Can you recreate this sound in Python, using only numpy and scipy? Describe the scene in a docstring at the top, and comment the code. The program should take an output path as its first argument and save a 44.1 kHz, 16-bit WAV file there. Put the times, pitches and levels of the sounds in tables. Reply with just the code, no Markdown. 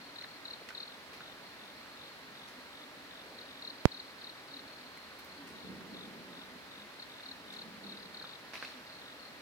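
"""Crickets chirp in short trains of falling pulses over the far, steady rush of a forest roadside at night.
Each pulse is one wing stroke, a scraper dragged over a file. A young boar roots in the soil:
stems snap, leaves brush, loose earth scuffs. A low rumble swells twice in the distance,
and one sharp pop hits the right microphone."""
import sys
import numpy as np
from scipy import signal
from scipy.fft import rfft, irfft, next_fast_len
from scipy.io import wavfile
from scipy.ndimage import map_coordinates

SR = 44100
rng = np.random.default_rng(int(sys.argv[2]) if len(sys.argv) > 2 else 0)


def unload_wav(signal):
    """Save mono or channel-first audio to the path in sys.argv[1] as 16-bit WAV at rate SR, clipped to [-1, 1]."""
    wavfile.write(
        sys.argv[1],
        SR,
        np.round(np.clip(np.atleast_2d(signal).T, -1, 1) * 32767).astype(np.int16),
    )


N = 414981
TIME = np.arange(N) / SR


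def crickets():
    """Four singers to the left, each with its own pitch and tempo, and a blur of far ones."""
    # bouts of the near cricket: t/s, chirps, chirp period/s, level/dB, first-pulse offset/dB
    near_bouts = [(.162, 3, .2955, -41, 0), (3.625, 4, .297, -41, -2), (7.237, 4, .3035, -41.5, -1.5)]
    # bouts of the low, the high and the scratchy cricket: t/s, chirps, chirp period/s, level/dB
    low_bouts = [(.838, 8, .379, -48), (5.565, 10, .3838, -48)]
    high_bouts = [(.015, 4, 0.27, -54), (1.12, 4, .316, -56.5), (4.679, 5, .308, -53),
                  (8.62, 3, 0.29, -51.5)]
    scratchy_bouts = [(3.432, 4, .298, -51.5), (3.888, 4, .299, -49.5), (7.976, 4, .299, -50)]
    lead_s, opener_db = .236, -43.5     # a two-pulse chirp leads into the later near bouts
    openers = [(s - lead_s, 2, opener_db) for s, *_ in near_bouts if s > lead_s]
    near = cricket(openers + chirp_rows(near_bouts, pulses=4), hz=4040, fall_hz=760, rise_hz=70,
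                   half_s=.0095, period_s=.0264, swell_db=1.5, left_db=4, wet_db=-9, band_width_hz=2000)
    low = cricket(chirp_rows(low_bouts, pulses=6), hz=3660, fall_hz=680, rise_hz=-40,
                  half_s=.008, period_s=.0213, swell_db=1, left_db=4, wet_db=-14, band_width_hz=1800)
    high = cricket(chirp_rows(high_bouts, pulses=4), hz=4270, fall_hz=340, rise_hz=18,
                   half_s=.008, period_s=.027, swell_db=.5, left_db=5, wet_db=-3)
    scratchy = cricket(chirp_rows(scratchy_bouts, pulses=4), hz=4170, fall_hz=1050, rise_hz=0,
                       half_s=.01, period_s=.027, swell_db=-.5, left_db=5, wet_db=-7, band_width_hz=2200)
    far_chirps = [(s, 4, -66.5) for s in rng.uniform(0, N / SR, size=110)]
    far = cricket(far_chirps, hz=4194, fall_hz=600, rise_hz=30,
                  half_s=.008, period_s=.02, swell_db=6, left_db=6, wet_db=3)
    return near + low + high + scratchy + far


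def cricket(chirps, hz, fall_hz, rise_hz, half_s, period_s, swell_db, left_db, wet_db,
            band_width_hz=1200):
    """Each wing closure drags the scraper over the file: a short tone that falls as the wing slows."""
    out = np.zeros(N)
    u = np.arange(-1, 1, 1 / (half_s * SR))     # -1 to 1 through one stroke
    pressure = np.cos(np.pi * u / 2) ** 2
    for s, pulses, level_db, *first_db in chirps:
        for k, (loud, sharp, grip) in enumerate(rng.standard_normal((8, 3))[:pulses]):
            progress = k / max(pulses - 1, 1) - .5     # -0.5 to 0.5 through the chirp
            pitch = hz + rise_hz * progress + 40 * sharp - fall_hz * u * (1 + .14 * grip)
            stroke_db = level_db + swell_db * progress + loud + (sum(first_db) if k == 0 else 0)
            stroke = pressure * np.sin(2 * np.pi * np.cumsum(pitch) / SR)
            add(out, s + k * period_s - half_s, from_db(stroke_db) * stroke)
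    out *= 1 + .25 * drift(rate=800)     # uneven file teeth
    # a narrow band near 4 kHz stands out, loudest early in each pulse
    out = resonate(out, hz + 100, band_width_hz)
    scattered = thicket(out, t60=.04) + .7 * thicket(out, t60=.25)     # close grass, then farther leaves
    return two_ports(out, left_db) + from_db(wet_db) * scattered


def chirp_rows(bouts, pulses, spread_db=1.3):
    """Bouts as single, slightly uneven chirps: t/s, pulses, level/dB, first-pulse offset/dB if any."""
    return [(s + k * period_s, pulses, level_db + spread_db * chance, *first_db)
            for s, chirps, period_s, level_db, *first_db in bouts
            for k, chance in enumerate(rng.standard_normal(12)[:chirps])]


def snaps(crack_db=-3, wet_db=-5, left_db=-4):
    """A stem breaks under the snout with a dry crack and a brief woody ring."""
    # breaking stems: t/s, level/dB, ring f/Hz, t60/s
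    stems = [(.223, -40, 2100, .008), (.2447, -35.5, 1800, .008), (.691, -38, 1980, .014),
             (.706, -36, 1490, .025), (1.2063, -36.5, 1420, .013), (1.8598, -38.5, 1500, 0.0094),
             (4.975, -39.5, 2100, .007), (5.8088, -39.5, 1600, .008), (7.1981, -39.5, 1700, .006),
             (8.2138, -38.5, 1550, .012), (8.2423, -35, 1340, 0.0098), (8.5354, -31, 1970, 0.0037),
             (8.555, -33.5, 2660, 0.0078), (8.575, -36, 2600, .01), (8.626, -26.5, 1590, 0.0057),
             (8.6492, -33.5, 2570, 0.013)]
    out, t = np.zeros(N), TIME[:SR // 20]
    for s, level_db, hz, t60 in stems:
        decay = from_db(-60 * t / t60)
        crack = resonate(rng.standard_normal(len(t)) * decay, 3100, 2500)
        snap = np.sin(2 * np.pi * hz * t) * decay + from_db(crack_db) * crack
        snap = cut(cut(snap, 4800, "low", order=4), 150, "high")
        add(out, s, from_db(level_db) * snap / np.abs(snap).max())
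    return out * pan(left_db) + from_db(wet_db) * thicket(out, t60=.091)


def rustles(attack_s=.0003, grain_db=2):
    """Clumps of tiny fractures: a crunch from the soil and a thin hiss from the leaves."""
    # roots tearing and leaves brushing: t/s, decay/s, crunch level/dB, hiss level/dB, hiss f/Hz
    clumps = [(.222, .006, -46, -59, 4500), (0.688, 0.01, -44, -53.5, 5000),
              (0.703, 0.0045, -48, -56, 5500), (1.13, .04, -50.5, -63, 11000),
              (2.475, 0.051, -52, -64, 7000), (4.974, .005, -58, -54.5, 9000),
              (5.188, .02, -52, -57, 12500), (5.245, .015, -70, -57, 14000), (5.47, .05, -54, -61.5, 8000),
              (7.525, 0.057, -54, -61, 6000), (8.534, 0.096, -44.5, -62, 10000),
              (8.625, 0.12, -54, -68, 9000)]
    # spectrum of tearing roots and soil: f/Hz, level/dB
    soil_spectrum = [(40, -40), (200, -12), (600, 1), (1200, 3), (1700, 4.5), (2050, 5), (2600, 5.5),
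                     (3200, -1.5), (4200, 1.5), (5500, -2), (7500, -17.5), (15000, -23)]
    out, t = np.zeros((2, N)), TIME[:SR // 3]
    grains = rms_one(from_db(grain_db * drift(rate=470)))
    soil = diffuse(soil_spectrum)
    for s, decay_s, crunch_db, hiss_db, hz in clumps:
        leaves = rms_one(resonate(rng.standard_normal((2, len(t))), hz, 5000))
        crunch = np.roll(soil, -round(s * SR), axis=1)[:, :len(t)]
        envelope = (1 - np.exp(-t / attack_s)) * np.exp(-t / decay_s)
        add(out, s, envelope * (from_db(crunch_db) * crunch + from_db(hiss_db) * leaves))
    return out * grains


def shoves():
    """Loose earth gives way under the snout with a dull scuff."""
    # pushes of the snout: centre t/s, length/s, level/dB
    pushes = [(0.62, 0.021, -52), (1.248, 0.79, -61), (3.327, 0.6, -58.5), (3.7, .25, -60.5)]
    earth = resonate(rng.standard_normal(N), hz=400, width_hz=430)
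    envelope = np.zeros(N)
    for s, length_s, level_db in pushes:
        add(envelope, s - length_s / 2, from_db(level_db) * np.hanning(round(length_s * SR)))
    return envelope * rms_one(cut(earth, 900, "low"))


def pop(s, step_db, leak_s, bass_hz):
    """A knock on the right port: a pressure step leaks away and swings back through the mic's bass cut."""
    out, t = np.zeros((2, N)), TIME[:SR // 10]
    step = cut(np.exp(-t / leak_s), bass_hz, "high")
    step = cut(step, 6610, "low", order=4)
    through_case = from_db(-7) * cut(step, 35, "low", order=1)     # only a dull thud reaches the left
    add(out, s, from_db(step_db) * np.array([through_case, step]))
    return out


def rumble():
    """Far, low noise swells twice; each time it sags slowly, then dies away."""
    # surges of the rumble: crest t/s, hold/s, level/dB
    crests = [(5.713, .62, -50), (7.65, 0.41, -53.5)]
    # spectrum of the rumble: f/Hz, level/dB
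    spectrum = [(60, -25), (120, -14.5), (185, 5.5), (250, 1.5), (330, -3.5), (450, -3.5), (700, -18),
                (1500, -48)]
    envelope = sum(surge(s, level_db, rise=42, fall=41, hold_s=hold_s, sag=8.5)
                   for s, hold_s, level_db in crests)
    return envelope * diffuse(spectrum) * from_db(1.4 * drift(rate=20))


def drone():
    """A faint, deep hum grows and breaks off as the first rumble crests."""
    hum = resonate(resonate(rng.standard_normal(N), 79, 7.1), 73.7, 11)
    return surge(crest_s=5.7, level_db=-66, rise=18, fall=45) * rms_one(hum)


def swells(half_s=.06):
    """Brief, gliding low tones rise out of the rush and sink again."""
    # low tones: centre t/s, level/dB, f/Hz
    tones = [(2.59, -55.5, 250), (5.41, -50.5, 283), (6.39, -55, 276.4), (6.54, -53, 251), (6.82, -54, 208),
             (7.859, -51.5, 200.4), (8.79, -54.5, 250.5)]
    out, u = np.zeros(N), np.arange(-1, 1, 1 / (half_s * SR))
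    envelope = np.cos(np.pi * u / 2) ** 2
    for s, level_db, hz in tones:
        pitch = hz * (1 + .043 * rng.standard_normal() * u)
        add(out, s - half_s, from_db(level_db) * envelope * np.sin(2 * np.pi * np.cumsum(pitch) / SR))
    return out


def night_rush():
    """A steady bed of far noise with a low tone wavering in it."""
    # spectrum of the night air: f/Hz, level/dB
    spectrum = [(15, -54), (25, -27), (68, -10), (101, -12), (173, -7.5), (260, -3.5), (359, -6.5),
                (631, -5), (722, -8.5), (804, -6.5), (1900, -6), (3170, -12), (4150, -10), (6730, -24.5),
                (15500, -28.5)]
    air = from_db(-51) * diffuse(spectrum)
    waver = from_db(-69 + 3.3 * drift(rate=9))
    tone = resonate(resonate(rng.standard_normal(N), 282, 40), 268, 47)
    return air + waver * rms_one(tone)


def distance():
    """The far layers together, reaching the left port just ahead of the right."""
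    left, right = (night_rush() + rumble() + drone() + swells()) * pan(-.76)
    return np.array([left, np.roll(right, shift=6)])


def thicket(x, t60):
    """Leaves, trunks and the bank scatter a short tail, different on each side."""
    t = TIME[:SR // 2]
    tail = rng.standard_normal((2, len(t))) * from_db(-60 * t / t60) * (t > .002)
    tail /= np.sqrt(np.sum(tail ** 2) / 2)
    return signal.fftconvolve(x[None], tail, axes=1)[:, :N]


def two_ports(x, left_db):
    """A source on the left: the right port hears it later, together with a reflection off the road."""
    right = .9 * later(x, .00016) + .25 * later(x, .0023)
    return np.array([x, right]) * pan(left_db)


def diffuse(spectrum):
    """Noise from all around: alike at both microphones in the low mids, nearly unrelated in the treble."""
    # likeness of left and right: f/Hz, correlation
    likeness = [(60, 0.15), (130, 0.78), (290, 0.8), (640, 0.66), (1410, 0.66), (3100, -0.04), (7000, 0.2),
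                (15000, -0.23)]
    size = next_fast_len(N)
    hz = np.arange(size // 2 + 1) * SR / size
    mid, side = rfft(rng.standard_normal((2, size))) * from_db(at_hz(spectrum, hz))
    alike = at_hz(likeness, hz)
    stereo = np.sqrt(1 + alike) * mid + np.sqrt(1 - alike) * side * [[1], [-1]]
    return rms_one(irfft(stereo, size)[:, :N])


def surge(crest_s, level_db, rise, fall, hold_s=0, sag=0):
    """Gain that climbs to a crest, sags while it holds and falls away; slopes in dB/s."""
    t = TIME - crest_s
    shape_db = rise * np.minimum(t, 0) - sag * np.clip(t, 0, hold_s) - fall * np.maximum(t - hold_s, 0)
    return from_db(level_db + shape_db)


def drift(rate):
    """Random wandering at unit rms, through `rate` knots a second."""
    knots = rng.standard_normal(4000)
    curve = map_coordinates(knots, [TIME[::50] * rate], order=2, mode="wrap")
    return rms_one(curve).repeat(50)[:N]


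def resonate(x, hz, width_hz):
    """Two-pole resonance with unity gain at its peak."""
    r = np.exp(-np.pi * width_hz / SR)
    feedback = [1, -2 * r * np.cos(2 * np.pi * hz / SR), r * r]
    return signal.lfilter(np.array([1, 0, -1]) * (1 - r * r) / 2, feedback, x)


def cut(x, hz, kind, order=2):
    """Butterworth low- or high-pass."""
    return signal.sosfilt(signal.butter(order, hz, kind, fs=SR, output="sos"), x)


def pan(left_db):
    """Channel gains that put the left side left_db above the right."""
    return from_db([[left_db / 2], [-left_db / 2]])


def later(x, s):
    """The same sound s seconds later."""
    return np.interp(TIME - s, TIME, x, left=0)


def add(track, s, sound):
    """Mix a sound into a track from time s on."""
    start = max(round(s * SR), 0)
    part = sound[..., :max(N - start, 0)]
    track[..., start:start + part.shape[-1]] += part


def at_hz(points, hz):
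    """Read a table on a log-frequency axis."""
    freqs, values = np.transpose(points)
    return np.interp(np.log(hz + .0013), np.log(freqs), values)


def from_db(db):
    """Decibels to gain."""
    return 10 ** (np.asarray(db) / 20)


def rms_one(x):
    """Scale to unit rms."""
    return x / np.sqrt(np.mean(x ** 2) + 1e-20)


def scene():
    """Crickets, the rooting boar, the pop and the far background."""
    boar = snaps() + shoves() + rustles()
    knock = pop(s=3.85495, step_db=3.6, leak_s=.0011, bass_hz=93)
    return crickets() + boar + knock + distance()


def record(dry):
    """Clip at full scale, then cut the top steeply at 15.8 kHz."""
    top_cut = signal.ellip(10, .1, 70, 15800, fs=SR, output="sos")
    return signal.sosfilt(top_cut, np.clip(dry, -1, 1))


dry = scene()
out = record(dry)
unload_wav(out)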